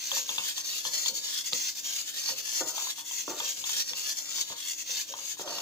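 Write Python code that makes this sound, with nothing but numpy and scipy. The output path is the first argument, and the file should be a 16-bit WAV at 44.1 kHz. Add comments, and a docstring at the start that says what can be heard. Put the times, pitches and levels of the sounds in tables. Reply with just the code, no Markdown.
"""A hand kneads soft dough in a wide stainless steel bowl on a kitchen floor, close to a stereo microphone.
Rubbing on the steel, made of random slips, hisses in long pushes and short returns, about three pairs a second.
The jostled bowl clinks in dying sines, its base knocks and drags on the floor, and dough thuds in noise bursts.
Hard ticks are very short sines; quiet kitchen air and a faint mains hum lie behind."""
import sys
import numpy as np
from scipy import signal
from scipy.fft import rfft, irfft
from scipy.io import wavfile
from scipy.ndimage import uniform_filter1d

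SR = 44100
rng = np.random.default_rng(int(sys.argv[2]) if len(sys.argv) > 2 else 0)


def store_wav(level_fs):
    """Save 16-bit WAV to argv[1]."""
    pcm = np.round(np.clip(np.atleast_2d(level_fs), -1, 1) * 32767)
    wavfile.write(sys.argv[1], SR, pcm.T.astype(np.int16))


N = 247530
TIME = np.arange(N) / SR

# one row a kneading cycle, a long push and then a short return: (start [s], relative push level at its end [dB],
# swell over the push [dB], offset halfway [dB], return length [s], relative return level [dB],
# dip at the turns [dB], rasp [dB], resonance of the hollow under the hand [Hz], its height [dB])
KNEADING_CYCLES = [(-0.22, -23, 3.5, -1.0, 0.052, -41.0, -6, 0, 5700, -3),
                   (0.051, -30.5, 6, -2, 0.074, -42.5, -1.5, -2, 3150, -2.5),
                   (0.295, -32.5, 4.5, -4.5, 0.088, -38.5, -9, -1.5, 3320, 3.5),
                   (0.628, -34, 4.0, 0, 0.076, -35, -8.5, -3.5, 3790, 8),
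                   (0.903, -33, 1.5, -3.5, 0.081, -37.5, -11.5, -1.5, 4350, 7),
                   (1.209, -33.5, 3, -2.5, 0.076, -35.5, -11.5, -1.0, 5150, 8),
                   (1.508, -35, 0.5, 0, 0.084, -39, -10, -2.5, 5100, 6.5),
                   (1.82, -34, 2.0, -2, 0.075, -37, -11, -1, 4700, -0.5),
                   (2.122, -32.5, 4, -3, 0.073, -35, -11.5, -1.0, 2850, -2.5),
                   (2.424, -31.5, 5.5, -1.5, 0.076, -35.5, -11, -3.5, 2770, 2.5),
                   (2.725, -34.5, 1.5, -3, 0.085, -39.5, -13, -3, 2660, 6),
                   (3.034, -35, 4.5, -1, 0.084, -40, -8, -4, 2750, 3.5),
                   (3.34, -33.5, 6.5, -1.5, 0.089, -39.5, -8.5, -1, 7500, 4.5),
                   (3.637, -32, 3.5, -1.5, 0.087, -38.5, -12.5, -1, 5600, 7),
                   (3.939, -33.0, 1, -3, 0.079, -37.5, -8.5, -2.5, 4600, -1.5),
                   (4.226, -34.0, 9, -2.5, 0.093, -41, -12.5, 1.5, 4130, -4.5),
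                   (4.549, -36, 4.5, -0.5, 0.086, -39, -10.5, -2.0, 2730, 4.5),
                   (4.842, -35.5, 1.5, -0.5, 0.093, -43, -12, -0.5, 6600, -1.5),
                   (5.151, -38, 5.5, 1, 0.084, -42.5, -10.5, -1.5, 6460, 6),
                   (5.448, -31, 12, 17, 0.12, -40.5, -11.0, 2.5, 2780, 2)]


def amp(db):
    """Decibels to gain."""
    return 10 ** (np.asarray(db) / 20)


def unit(x):
    """Scales to an rms of one."""
    return x / np.sqrt(np.mean(x ** 2) + 1e-20)


def colour(x, points):
    """Filters by a spectrum of (frequency [Hz], gain [dB]) points."""
    hz, db = np.transpose(points)
    f = np.fft.rfftfreq(x.shape[-1], 1 / SR)
    gain = amp(np.interp(np.log(f + 1), np.log(hz), db))
    return irfft(rfft(x) * gain, x.shape[-1])


def add(mix, s, sound):
    """Mixes a sound in at time s."""
    part = mix[max(round(s * SR), 0):][:len(sound)]
    part += sound[:len(part)]


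def resonate(x, hz, width):
    """A resonance of gain one that follows the pitch hz: shift it to zero, smooth, and shift it back."""
    turn = np.exp(2j * np.pi * np.cumsum(hz * np.ones(len(x))) / SR)
    r = np.exp(-np.pi * width / SR)
    return 2 * (turn * signal.lfilter([1 - r], [1, -r], x / turn)).real


def slips(n, per_s, spread_db):
    """Random stick-slip impulses of uneven size."""
    size = amp(spread_db * np.minimum(rng.exponential(1, n), 4))
    return unit(size * rng.standard_normal(n) * (rng.random(n) < per_s / SR))


def ring(modes, t):
    """Dying sines of a struck part."""
    return sum(amp(db - 60 * t / t60) * np.sin(2 * np.pi * hz * t) for hz, db, t60 in modes)


def space(x, lag_s, bowl_db, bowl_t60, room_db, room_t60=0.13):
    """Direct sound, delayed on the right by the lag, then dense echoes inside the bowl and a weak kitchen tail."""
    t = np.arange(SR // 3) / SR
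    paths = np.zeros((2, len(t)))
    paths[0, 0] = paths[1, round(abs(lag_s) * SR)] = 1
    for db, t60 in ((bowl_db, bowl_t60), (room_db, room_t60)):
        tail = rng.standard_normal(paths.shape) * amp(-60 * t / t60) * (t > .001)
        paths += amp(db) * tail / np.linalg.norm(tail, axis=1, keepdims=True)
    paths /= np.linalg.norm(paths, axis=1, keepdims=True)
    return signal.fftconvolve(x[None], paths, axes=1)[:, :N]


def panned(x, left_db):
    """Sets the left microphone this much above the right; negative leans to the right."""
    return x * amp([[left_db / 2], [-left_db / 2]])


def rubbing(hiss_db=9.0, rasp_db=12.5, rasp_growth=0.066, flutter_db=-0.68, split_hz=5400):
    """Tiny slips under the fingers and the heel of the hand swell and stop with each stroke; grip adds a lower rasp."""
    # hiss of rubbed steel at each microphone: (frequency [Hz], left gain [dB], right gain [dB])
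    steel = [(30, -52, -69), (150, -46, -25.5), (626, -20.5, -18), (1280, -17.5, -18), (1740, -8.5, -12),
             (2090, -14, -12), (2533, -6.5, -8.5), (3680, -1.5, 0.5), (4020, -2.5, -10), (4456, -0.5, 1),
             (5150, -3.5, -0.5), (6550, 3.5, 0.5), (7190, 4.5, -7.5), (8270, -12.5, -15),
             (10840, -14, -16.5), (13200, -10.5, -9.5)]
    # modes of the wall that sing under the rubbing: (frequency [Hz], width [Hz], left gain [dB], right gain [dB])
    wall = [(923, 12, -13, -20), (2686, 25, -11, -20), (4355, 90, -5, -5), (5690, 55, -10, -6),
            (6155, 50, -5, -4), (6681, 120, -5, -8), (7110, 35, 3, -8)]
    # the fingers rub harder than the heel of the hand: (fingers level [dB], heel level [dB]), relative
    contacts_db = (2.8, -6)
    stroke_db, grip_db = strokes()
    grip_db = grip_db + rasp_growth * (stroke_db - stroke_db.mean())  # louder strokes rasp more
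    low = 1 / (1 + (np.fft.rfftfreq(N, 1 / SR) / split_hz) ** 12)
    rub = np.zeros((2, N))
    for contact_db in contacts_db:
        flutter = flutter_db * unit(uniform_filter1d(rng.standard_normal((2, N)), size=600))
        grains = rfft(0.64 * slips(N, 3000, 1.9) + 0.35 * rng.standard_normal(N))
        hiss = irfft(grains * (1 - low), N) * amp(stroke_db + flutter[0] + hiss_db)
        rasp = irfft(grains * low, N) * amp(stroke_db + flutter[1] + grip_db + rasp_db)
        rub += amp(contact_db) * wander(hollow(hiss + rasp), spots_per_s=8, tint_db=3.3)
    out = []
    for side in range(2):
        sung = sum(amp(db[side]) * resonate(rub[side], hz, width) for hz, width, *db in wall)
        sung = np.pad(sung, (SR // 300, 0))[:N]  # the wall answers a moment after the contact
        rubbed = colour(rub[side], [(hz, db[side]) for hz, *db in steel])
        out.append(rubbed + sung)
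    return np.array(out)


def strokes(end_s=8.9):
    """Level and grip of the hand: it speeds up, leans into the push, stops, and flicks back."""
    speed_up_s, slow_down_s, return_edge_s = 0.036, 0.046, 0.028
    grip_push_db, grip_return_db = -2.5, -3  # low rasp over hiss, before each stroke's own rasp
    s, push_db, swell_db, sag_db, return_s, return_db, dip_db, rasp_db, *_ = np.transpose(KNEADING_CYCLES)
    end = np.append(s[1:], end_s)
    turn = end - return_s
    early, late = s + speed_up_s, turn - slow_down_s
    rest_db = (push_db + return_db) / 2 + dip_db
    phases = [(early, push_db - swell_db, grip_push_db),
              ((early + late) / 2, push_db - swell_db / 2 + sag_db, grip_push_db),
              (late, push_db, grip_push_db),
              (turn, rest_db, grip_return_db),
              (turn + return_edge_s, return_db, grip_return_db),
              (end - return_edge_s, return_db, grip_return_db),
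              (end, rest_db, grip_return_db)]
    at, level_db, grip_db = zip(*phases)
    at = np.maximum.accumulate(np.ravel(at, "F"))  # phases of a short return never run backwards
    level_db = np.interp(TIME, at, np.ravel(level_db, "F"))
    grip_db = np.interp(TIME, at, np.ravel(rasp_db[:, None] + grip_db))
    return level_db, grip_db


def hollow(x, width_hz=280):
    """The hollow between hand and steel resonates at a new pitch with each stroke."""
    s, *_, hz, db = np.transpose(KNEADING_CYCLES)
    stroke = np.clip(np.searchsorted(s, TIME) - 1, 0, len(s) - 1)
    hz, db = uniform_filter1d(np.array([hz, db])[:, stroke], size=2000)  # glide between strokes
    return x + (amp(db) - 1) * resonate(x, hz, width_hz)


def wander(x, spots_per_s, tint_db, count=13):
    """The hand moves round a ring of spots, each with its own notches and its own echoes in the bowl."""
    out, hz = np.zeros((2, N)), np.geomspace(800, 15000, num=64)
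    for k in range(count):
        away = np.abs((TIME * spots_per_s - k + 1) % count - 1)
        near = np.cos(np.pi / 2 * np.minimum(away, 1))
        notches_db = tint_db * (1 - np.minimum(rng.exponential(1, len(hz)), 4))
        tinted = colour(x * near, np.c_[hz, notches_db])
        out += space(tinted, lag_s=.00045, bowl_db=6.5, bowl_t60=.03, room_db=-9)
    return out


def clinks(clunk_db=5.0, ping_db=16.0, scuff_db=-12.0, scuff_s=0.04):
    """A short rattling contact gives the held rim a dry clunk and a ping, with a new mix each time, and a scuff."""
    # light clinks of the bowl: (time [s], relative clunk level [dB], relative ping level [dB])
    clink_times = [(0.116, -32.5, -28.5), (0.168, -36.5, -35), (0.292, -33.5, -25.5), (0.382, -29.5, -23),
                   (0.579, -39.5, -36), (0.851, -33.5, -33.5), (1.06, -39.5, -27), (1.525, -41, -33),
                   (2.291, -37.5, -40), (2.478, -45.5, -82.5), (2.779, -31, -37), (2.87, -38, -46),
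                   (2.982, -38.5, -48), (3.111, -42.5, -42), (3.279, -35, -45), (3.402, -29.5, -28.5),
                   (3.64, -39.5, -30), (3.693, -39.5, -36), (3.933, -42.5, -33), (4.381, -45, -50),
                   (4.501, -39.5, -44), (4.523, -36, -43), (5.138, -35, -36.5), (5.188, -42, -48),
                   (5.371, -50, -59), (5.396, -37.5, -46), (5.476, -34, -39.5), (5.52, -38, -45),
                   (5.584, -35, -34)]
    # modes of the rim: (nominal frequency [Hz], nominal level [dB], t60 [s])
    rim = [(930, -19, 0.28), (990, 0, 0.016), (1130, -6, 0.012), (1670, -20, 0.03), (2700, -23, 0.15),
           (3050, -7, 0.008), (3380, -1, 0.014), (3520, -20, 0.05), (3750, -7, 0.007)]
    scuff_spectrum = [(400, -20), (1050, 0), (1500, -10), (3400, -16), (5000, -35), (9000, -60)]
    # the place of contact changes the mix and the damped modes
    spread_db, detune = 1.5, .025
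    clunk_rise_s, ping_rise_s = .0004, .0014  # the high modes build up more slowly
    t, out = np.arange(SR // 2) / SR, np.zeros(N)
    for s, low_db, high_db in clink_times:
        contact = .018 * rng.standard_normal(len(t)) * np.exp(-t / .0035)
        contact[0] = 1
        modes = [(hz * (1 + detune * (t60 < .1) * rng.standard_normal()),
                  db + spread_db * rng.standard_normal(), t60) for hz, db, t60 in rim]
        clunk = ring([m for m in modes if m[0] < 2000], t) * (1 - np.exp(-t / clunk_rise_s))
        ping = ring([m for m in modes if m[0] >= 2000], t) * (1 - np.exp(-t / ping_rise_s))
        struck = amp(low_db + clunk_db) * clunk + amp(high_db + ping_db) * ping
        tone = signal.fftconvolve(contact, struck)[:len(t)]
        scuff = unit(colour(rng.standard_normal(len(t)), scuff_spectrum))
        add(out, s, tone + amp(low_db + scuff_db) * scuff * np.exp(-t / scuff_s))
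    # a thin rim radiates no bass
    out = signal.sosfilt(signal.butter(2, 600, "high", fs=SR, output="sos"), out)
    heard = space(out, lag_s=.0002, bowl_db=-12, bowl_t60=.03, room_db=-17)
    return panned(heard, left_db=2.5)


def base(knock_db=-17.0, drag_db=2.0):
    """The base knocks, chatters and drags; in the drags its pitch rises as the thin steel is flexed."""
    # the base knocks on the floor: (time [s], relative level [dB], chatter decay [s],
    # pitch factor on the base modes [ratio], brightness [dB per two octaves])
    knocks = [(1.5245, -49, 0.016, 0.91, 25), (2.6065, -23, .003, 1.3, 4.5),
              (2.6122, -20.5, 0.0049, 1.05, 5.5), (3.279, -15.5, 0.0075, 1.0, -5.5),
              (5.3945, -22, .0015, 1.2, -5), (5.478, -37, .003, 0.88, -5)]
    # the base drags on the floor: (time [s], length [s], relative level [dB], fade [dB/s], pitch factor [ratio],
    # its rise [1/s], centre of the grinding [Hz], fall to either side [dB/octave])
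    drags = [(2.622, 0.069, -44.5, 40, 0.88, 0.29, 330, 5), (2.628, 0.29, -51, 4, 1.03, 0.57, 890, 11),
             (3.29, 0.14, -41, 73, 1.0, 0.05, 520, 2), (5.402, 0.12, -47, -3, 1.03, 0.087, 590, 12),
             (5.463, 0.29, -43.5, 19, 0.97, 0.11, 695, 16)]
    # modes of the base before the pitch factor: (frequency [Hz], relative level [dB], t60 [s])
    base_modes = [(303, -5, 0.22), (357, -2, 0.075), (410, -10, 0.042), (497, -8, 0.22), (598, 0, 0.075),
                  (696, -2, 0.07), (885, -3, 0.05), (1145, -5, 0.055), (1370, -6, 0.09), (1760, -13, 0.094)]
    drag_width = 2.0  # width of a dragged mode [Hz] times its t60 [s]
    t, out = np.arange(SR // 2) / SR, np.zeros(N)
    for s, db, chatter_s, pitch, bright_db in knocks:
        contact = .014 * slips(len(t), 1500, 1.0) * np.exp(-t / chatter_s)
        contact[0] = 1
        modes = [(hz * pitch, mode_db + bright_db * np.log2(hz / base_modes[0][0]) / 2, t60)
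                 for hz, mode_db, t60 in base_modes]
        knock = signal.fftconvolve(contact, ring(modes, t))[:len(t)]
        add(out, s, amp(db + knock_db) * knock)
    for s, length_s, db, fade_db_per_s, pitch, rise_per_s, grind_hz, fall_db in drags:
        grit = slips(len(t), 2000, .6)
        flex = pitch + rise_per_s * t
        tone = sum(amp(mode_db - fall_db * abs(np.log2(hz / grind_hz)))
                   * resonate(grit, hz * flex, drag_width / t60) for hz, mode_db, t60 in base_modes)
        envelope = np.minimum(t / .01, 1) * np.maximum(1 - (t / length_s) ** 4, 0)
        add(out, s, amp(drag_db + db - fade_db_per_s * t) * envelope * unit(tone))
    out = signal.sosfilt(signal.butter(5, [270, 1900], "band", fs=SR, output="sos"), out)
    heard = space(out, lag_s=0, bowl_db=-9, bowl_t60=.04, room_db=-10)
    return panned(heard, left_db=-2.5)


def thuds(level_db=1.0, attack_s=0.003):
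    """Soft dough squashes against the steel with a dull push and a short boom of the wall."""
    # dough pushed against the bowl: (time [s], relative level [dB], decay [s], boom of the wall over the push [dB])
    pushes = [(.118, -62, 0.084, 12.5), (0.295, -61, 0.05, 5.5), (.384, -56, 0.045, -6),
              (0.852, -55.5, 0.058, -1), (1.091, -56.5, 0.08, 1), (1.526, -47.5, 0.032, -1.5),
              (2.296, -58, 0.06, 7.5), (2.61, -55, 0.061, 8), (3.28, -55, 0.062, 7.5),
              (3.403, -62, 0.06, 13), (3.578, -59, 0.076, -5.5), (3.905, -61, 0.05, 3),
              (4.502, -53.5, 0.024, 7), (4.892, -75, 0.035, 21.5), (5.092, -66.5, 0.069, 16),
              (5.394, -55.5, 0.026, 11), (5.475, -57.5, 0.14, 0)]
    # spectrum of the squashed dough: (frequency [Hz], gain [dB])
    dough = [(30, -24), (70, -7), (110, 8), (200, 6), (340, 2), (800, -6), (1500, -12), (4000, -50)]
    boom_hz, pass_width_hz = 532, 182  # the wall, damped by the dough, as two equal resonances in a row
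    t, out = np.arange(SR // 2) / SR, np.zeros(N)
    for s, db, decay_s, boom_db in pushes:
        squash = rng.standard_normal(len(t))
        boom = resonate(resonate(squash, boom_hz, pass_width_hz), boom_hz, pass_width_hz)
        push = (1 - np.exp(-t / attack_s)) * np.exp(-t / decay_s)
        body = unit(colour(squash, dough)) + amp(boom_db) * unit(boom)
        add(out, s, amp(db + level_db) * push * body)
    heard = space(out, lag_s=0, bowl_db=-11, bowl_t60=.04, room_db=-10)
    return panned(heard, left_db=-3.0)


def snaps(decay_s=0.00018):
    """Hard ticks on the steel: sines only a few cycles long."""
    # sharp ticks: (time [s], relative level [dB], pitch [Hz])
    ticks = [(0.1848, -20, 6800), (1.5322, -8, 4300), (2.607, -23, 6300), (2.613, -23, 6400),
             (3.935, -30, 2400), (4.385, -31, 1900), (4.912, -19, 6200)]
    t, out = np.arange(SR // 100) / SR, np.zeros(N)
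    for s, db, hz in ticks:
        envelope = t / decay_s * np.exp(1 - t / decay_s)
        add(out, s, amp(db) * envelope * np.sin(2 * np.pi * hz * t))
    return space(out, lag_s=0, bowl_db=-6, bowl_t60=.012, room_db=-13)


def room():
    """Quiet kitchen air, noise largely shared by both microphones, and a faint hum of steady sines."""
    # spectrum of the room noise: (frequency [Hz], gain [dB])
    air_spectrum = [(25, -22), (55, -4.5), (110, -2), (170, 0), (240, 0), (305, 3.5), (400, 0), (540, 2),
                    (750, -3), (1500, -10), (5000, -15.5), (15000, -13)]
    # faint mains hum: (frequency [Hz], rms level [dB])
    hum_tones = [(100, -83), (200, -80), (300, -70.5)]
    air = rng.standard_normal(N) + .5 * rng.standard_normal((2, N))
    hum = sum(amp(db) * np.sqrt(2) * np.sin(2 * np.pi * (hz * TIME + rng.random())) for hz, db in hum_tones)
    return amp(-64) * unit(colour(air, air_spectrum)) + hum


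def scene():
    """All the sounds of the bowl over the room."""
    return rubbing() + clinks() + base() + thuds() + snaps() + room()


def record(dry, edge_hz=15550):
    """The recorder's band limit, a steep low-pass."""
    low_pass = signal.firwin(511, edge_hz, window=("kaiser", 9), fs=SR)
    return signal.oaconvolve(dry, low_pass[None], "same")


dry = scene()
out = record(dry)
store_wav(out)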